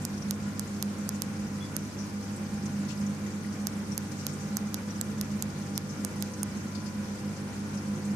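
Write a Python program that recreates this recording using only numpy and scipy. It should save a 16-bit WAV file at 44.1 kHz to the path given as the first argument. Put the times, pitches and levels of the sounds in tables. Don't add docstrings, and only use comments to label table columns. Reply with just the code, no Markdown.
import sys
import numpy as np
from scipy import signal
from scipy.fft import rfft, irfft
from scipy.io import wavfile

SR = 44100
rng = np.random.default_rng(int(sys.argv[2]) if len(sys.argv) > 2 else 0)


def master(y):
    cut = np.clip(np.atleast_2d(y).T, -1, 1)
    pcm = np.round(cut * 32767)
    wavfile.write(sys.argv[1], SR, pcm.astype(np.int16))


N = 359415
TIME = np.arange(N) / SR
FREQ = np.maximum(np.arange(N // 2 + 1) * SR / N, 1)
MAINS_HZ, TOP_HZ = 50, 14600

# f/Hz, level/dB per Hz
RUMBLE_SPECTRUM = [(20, -95), (52, -81.5), (66, -70), (115, -69), (170, -62), (240, -63.5), (310, -70.5),
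                   (380, -77.5), (560, -79.5), (660, -82), (1600, -82), (2100, -84.5), (3000, -90.5),
                   (6000, -108)]
# f/Hz, width/Hz, left/dB per Hz, right/dB per Hz
TANK_RESONANCES = [(349.7, 7.7, -69.5, -64.5), (451.7, 11, -71, -69.5), (548.3, 14.3, -71, -72),
                   (1444, 36, -73.5, -90), (2359, 64, -87.5, -80.5)]
# f/Hz, left/dB per Hz, right/dB per Hz
FIZZ_SPECTRUM = [(1000, -108, -108), (3380, -95, -93), (4700, -86, -92), (6200, -83.5, -91.5),
                 (6360, -86.5, -87), (8000, -97.5, -89), (9050, -100.5, -89), (10500, -103, -94.5),
                 (12900, -107, -100), (14700, -107, -101)]
# t/s, left level/dB, centre f/Hz, spread/Hz, length/s
LOUD_SPITS = [(0.18, -44, 5700, 800, 0.0089), (0.224, -37, 5600, 600, 0.0064),
              (1.996, -43, 5760, 1300, 0.038), (2.66, -40.5, 6210, 2200, 0.011),
              (2.896, -41, 5000, 2570, 0.034), (2.903, -45, 2800, 900, 0.022),
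              (3.067, -41, 6200, 1300, 0.0089), (3.265, -47, 1950, 250, 0.0088),
              (3.446, -43, 1940, 300, 0.008), (3.923, -40.5, 5710, 750, 0.014),
              (4.12, -43, 5700, 3000, 0.013), (4.2, -44, 5500, 2200, 0.03), (4.29, -45.5, 5800, 2600, 0.04),
              (4.41, -47, 6000, 2400, 0.04), (4.905, -42.5, 5790, 500, 0.012),
              (5.758, -41, 5500, 1397, 0.012), (5.9, -45.5, 5900, 1700, 0.03),
              (6.339, -43, 5990, 1400, 0.011), (6.755, -40.5, 4700, 1616, 0.013),
              (6.865, -43.5, 5160, 2100, 0.017), (7.777, -43, 5660, 908, 0.013)]
# t/s, level/dB, starting f/Hz, time to fade by 60 dB/s
BUBBLE_PING = (1.603, -43, 3250, .25)
# t/s, right level/dB over 1 ms, chatter/0-1, f/Hz that chatter brings out
TICK_EVENTS = [(0.0516, -18.5, 0.9, 7700), (0.3095, -16.5, 0.16, 6600), (0.5953, -18.5, 1, 7490),
               (0.8263, -17, 0.08, 6500), (1.0914, -18.0, 0.6, 7600), (1.2206, -17, 0.2, 5670),
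               (1.7658, -16.5, 0.48, 9880), (3.6704, -16.6, 0.22, 5600), (3.9785, -17, 0.6, 9900),
               (4.2671, -17.5, 0.1, 6600), (4.5697, -16, 0.9, 7700), (4.7438, -18.5, 0.1, 6600),
               (5.0127, -16, 1, 7700), (5.2125, -19, 0.1, 5500), (5.4243, -17, 1, 7520),
               (5.778, -16.5, 0.15, 5500), (6.0488, -17, 1, 7700), (6.2245, -19.5, 0.07, 5500),
               (6.4317, -16.5, 0.75, 9200)]
# f/Hz, width/Hz, relative level/dB
CASING_RESONANCES = [(4730, 4000, -0.5), (6580, 330, -3.5), (8940, 1950, 4), (13200, 3700, 2.5)]
# t/s, relative level/dB
LOW_TONE_LEVELS = [(0, -39), (.6, -46), (1.1, -49), (1.35, -41), (2.25, -51), (2.47, -40), (2.9, -39),
                   (3.5, -48), (3.95, -47), (4.15, -40), (4.45, -40), (4.75, -53), (5.26, -38), (5.85, -41),
                   (6.35, -50), (6.76, -42), (7.6, -47), (7.9, -40)]
# multiple of the mains frequency, left/dB, right/dB, left phase lead/rad
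HUM_HARMONICS = [(2, -44, -46.5, -0.26), (6, -52.5, -51, -0.7), (7, -68, -64.5, -1.3),
                 (8, -57, -60.5, -0.46), (9, -62.5, -65, -1), (10, -58.5, -57.5, -0.4),
                 (12, -68, -77, -1.1), (14, -68.5, -72, -0.6), (16, -60, -66, -0.69), (17, -66, -77, -1.9),
                 (18, -60.5, -62, -2.1), (20, -63.5, -63, -0.42), (22, -73, -66, 3.5),
                 (24, -65.5, -70.5, 1)]
# f/Hz, left/dB, right/dB, left phase lead/rad
ROTOR_WHINES = [(304.8, -58, -58, -.1), (360, -63, -63, -.1), (609.7, -65, -69, -.6),
                (1067, -69, -64.5, -.4), (1219.5, -65, -71, -1.7), (1321, -72, -72, -1),
                (1372, -59, -78, -2.9), (1423, -66, -79, -1.8), (1635, -76, -72, -.9),
                (1981, -75, -68, -1.5)]
# t/s, f/Hz
THROB_RATES = [(0.0, 5.6), (0.25, 6.76), (0.4, 4.42), (0.53, 9.01), (0.82, 6.58), (1.49, 7.9), (1.61, 3.21),
               (2.67, 10.02), (2.83, 2.74), (3.2, 5.25), (3.34, 9.53), (3.75, 5.26), (3.88, 9.82),
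               (4.25, 4.63), (4.37, 10.05), (6.04, 6.44), (6.34, 3.57), (6.6, 10.56), (7.4, 5.29),
               (7.87, 8.01), (8.0, 2.89), (8.15, 7.37)]
# t/s, relative level/dB
DRONE_LEVELS = [(0, -46), (.25, -35), (.45, -39.5), (.9, -36.5), (1.55, -38.5), (1.75, -45), (2.5, -37.5),
                (3.06, -33), (3.3, -38), (3.9, -37.5), (4.07, -45), (4.5, -39.5), (4.61, -33), (4.75, -41),
                (5.37, -34.5), (5.55, -46), (6.1, -40.5), (7.27, -38.5), (7.47, -43), (7.75, -35),
                (8.15, -34.5)]


def undb(db):
    return 10 ** (np.asarray(db) / 20)


def resonance(freq, hz, width):
    return 1 / (1 + 1j * (freq ** 2 - hz ** 2) / (freq * width))


def gain_curve(hz, db):
    return undb(np.interp(np.log(FREQ), np.log(hz), db))


def shaped(noise, gain):
    return irfft(rfft(noise) * gain, N) * np.sqrt(SR / 2)


def wander(rate):
    spectrum = rfft(rng.standard_normal(N // 100))
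    curve = irfft(spectrum / (1 + (FREQ[:N // 200 + 1] / rate) ** 4))
    return np.interp(TIME, np.linspace(0, TIME[-1], len(curve)), curve / curve.std())


def stereo_noise(alike_hz):
    mid, side = rfft(rng.standard_normal((2, N)))
    likeness = .96 / (1 + (FREQ / alike_hz) ** 3)
    mid, side = mid * np.sqrt((1 + likeness) / 2), side * np.sqrt((1 - likeness) / 2)
    return irfft(np.array([mid + side, mid - side]), N)


def room(sound, fade_s, echo_db):
    t = TIME[:SR // 2]
    tail = rng.standard_normal((2, len(t))) * undb(-60 * t / fade_s)
    tail /= np.sqrt((tail ** 2).sum(1, keepdims=True))
    return sound + undb(echo_db) * signal.fftconvolve(sound, tail, axes=1)[:, :N]


def water_flow(alike_hz=850, lean_db=0.58, surge_db=0.75):
    rumble = shaped(stereo_noise(alike_hz), gain_curve(*np.transpose(RUMBLE_SPECTRUM)))
    rumble *= undb([[-lean_db], [lean_db]])
    tank_gain = sum(undb([[left], [right]]) * resonance(FREQ, hz, 1.55 * width) ** 2
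                    for hz, width, left, right in TANK_RESONANCES)
    ringing = shaped(stereo_noise(alike_hz), tank_gain)
    return (rumble + ringing) * undb(surge_db * wander(12.3))


def fizz(flurries_per_s=16, flurry_s=0.0073, flurry_db=1, surge_db=.5, flicker_db=1.8):
    spectrum, surge = 0, surge_db * wander(8.7)
    bands = np.array([abs(resonance(FREQ, hz, hz / 5)) ** 2 for hz in np.geomspace(2000, 15000, 12)])
    bands /= np.sqrt((bands ** 2).sum(0))
    age = TIME[:SR // 10] / flurry_s
    for band in bands:
        starts = (rng.random(N) < flurries_per_s / SR) * rng.random(N)
        flurries = signal.oaconvolve(starts, age * np.exp(1 - age))[:N]
        loudness = np.sqrt(1 + undb(flurry_db) ** 2 * flurries) * undb(surge + flicker_db * wander(38))
        spectrum = spectrum + rfft(loudness * rng.standard_normal((2, N))) * band
    bubbles = irfft(spectrum, N)
    hz, left_db, right_db = np.transpose(FIZZ_SPECTRUM)
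    return shaped(bubbles / bubbles.std(), np.array([gain_curve(hz, left_db), gain_curve(hz, right_db)]))


def faint_spits(count=36, level_db=-47.8, scatter_db=1.5, centre_hz=6300, octaves=.22, length_s=.012):
    times = (np.arange(count) + rng.random(count)) / count * TIME[-1]
    louder, higher, longer = rng.standard_normal((count, 3)).T
    hz = np.minimum(centre_hz * 2 ** (octaves * higher), TOP_HZ)
    return list(zip(times, level_db + scatter_db * louder, hz, .3 * hz, length_s * 1.3 ** longer))


def spits(right_db=-5, right_db_per_octave=14):
    out, t = np.zeros((2, N)), TIME[:SR // 2]
    freq = np.maximum(np.arange(len(t) // 2 + 1) * SR / len(t), 1)
    for at_s, db, hz, spread_hz, length_s in list(LOUD_SPITS) + faint_spits():
        noise = rng.standard_normal((2, len(t)))
        swarm = irfft(rfft(noise) * resonance(freq, hz, 1.14 * spread_hz) ** 2)
        age = t / (0.5 * length_s)
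        swarm *= age * np.exp(1 - age) / swarm.std()
        start = max(int((at_s - 0.46 * length_s) * SR), 0)
        gain = undb([[db], [db + right_db + right_db_per_octave * np.log2(hz / 6000)]])
        out[:, start:start + len(t)] += (gain * swarm)[:, :N - start]
    return room(out, fade_s=0.83, echo_db=-10)


def bubble_ping(onset_s=0.0077, rise=.05, rise_s=.005, flutter_db=2.8):
    at_s, db, start_hz, fade_s = BUBBLE_PING
    age = np.maximum(TIME - at_s, 0)
    hz = start_hz * (1 + rise * (1 - np.exp(-age / rise_s)))
    loudness = undb(db - 60 * age / fade_s) * (1 - np.exp(-age / onset_s))
    ring = loudness * np.sin(2 * np.pi * np.cumsum(hz) / SR)
    return np.array([ring * undb(flutter_db * wander(60)) for side in range(2)])


def ticks(catch_s=0.0001693, rebound_s=0.000218, rebound=0.68, vary_db=2, knock_db=-5, left_db=-5):
    out, size = np.zeros((2, N)), 512
    freq = np.maximum(np.arange(size // 2 + 1) * SR / size, 1)
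    for at_s, db, chatter, ring_hz in TICK_EVENTS:
        jitter = .25 * rng.standard_normal(3)
        delays = np.r_[0, catch_s, catch_s + rebound_s * (np.arange(1, 4) + jitter)]
        blows = np.r_[.2 + .4 * chatter, 1, chatter * rebound * .8 ** np.arange(3)]
        force = blows @ np.exp(-2j * np.pi * delays[:, None] * freq)
        casing = sum(undb(ring_db + vary_db * chatter * rng.normal()) * resonance(freq, hz, width)
                     for hz, width, ring_db in CASING_RESONANCES)
        lowest_hz = np.interp(chatter, [0, .5], [2650, 5200])
        low_cut = resonance(freq, lowest_hz, lowest_hz) * 1j * freq / lowest_hz
        casing *= low_cut ** 2 * (1 + 2.3 * chatter * resonance(freq, ring_hz, width=750))
        casing *= 1 - .65 * (1 - chatter) ** 2 * resonance(freq, hz=7900, width=1200)
        knock = undb(knock_db) * (1 + 2.15 * chatter) * resonance(freq, hz=950, width=750)
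        left = undb(left_db) * (casing * resonance(freq, hz=6200, width=900) + 0.61 * knock)
        right = casing + knock
        tick = irfft(force * np.array([left, right]) / np.sqrt(1 + (freq / TOP_HZ) ** 20))
        tick /= np.sqrt((tick[1] ** 2).sum() / (SR / 1000))
        start = int((at_s - catch_s) * SR)
        out[:, start:start + size // 2] += undb(db) * tick[:, :size // 2]
    return out


def low_tone(left_db=-4.3, right_db=-2.3, waver_db=1.6, drift_rad=.8):
    loudness = undb(np.interp(TIME, *np.transpose(LOW_TONE_LEVELS)) + waver_db * wander(5.3))
    phase = 2 * np.pi * 3 * MAINS_HZ * TIME + drift_rad * wander(3.1)
    return undb([[left_db], [right_db]]) * loudness * np.sqrt(2) * np.sin(phase)


def pump(waver_db=2.02, slip_s=.00005):
    out, t = np.zeros((2, N)), TIME + slip_s * wander(2.3)
    hum = [(round(multiple) * MAINS_HZ, *rest) for multiple, *rest in HUM_HARMONICS]
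    for hz, left_db, right_db, lead in hum + list(ROTOR_WHINES):
        phase = 2 * np.pi * (hz * t + rng.random())
        waver = undb(waver_db * min(hz / 400, 1.5) * wander(2.4))
        out[0] += undb(left_db) * waver * np.sin(phase + lead)
        out[1] += undb(right_db) * waver * np.sin(phase)
    return np.sqrt(2) * out


def tank_drone(hum_db=-40.6, usual_db=-39, follow=.25, trim_db=-.4, lean_db=.9, in_step_s=3.057):
    throbs = np.cumsum(np.interp(TIME, *np.transpose(THROB_RATES))) / SR
    throbs -= np.interp(in_step_s, TIME, throbs)
    cycles = 4 * MAINS_HZ * TIME
    db = np.interp(TIME, *np.transpose(DRONE_LEVELS)) + wander(6.8)
    hum = undb(hum_db + follow * (db - usual_db)) * np.sin(2 * np.pi * cycles)
    drone = undb(db + trim_db) * np.sin(2 * np.pi * (cycles + throbs))
    return undb([[-lean_db], [lean_db]]) * np.sqrt(2) * (hum + drone)


def scene():
    humming = pump() + low_tone() + tank_drone()
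    water = water_flow() + fizz() + spits() + bubble_ping()
    return humming + water + ticks()


def record(dry):
    return signal.sosfilt(signal.ellip(10, .2, 70, TOP_HZ, fs=SR, output="sos"), dry)


dry = scene()
out = record(dry)
master(out)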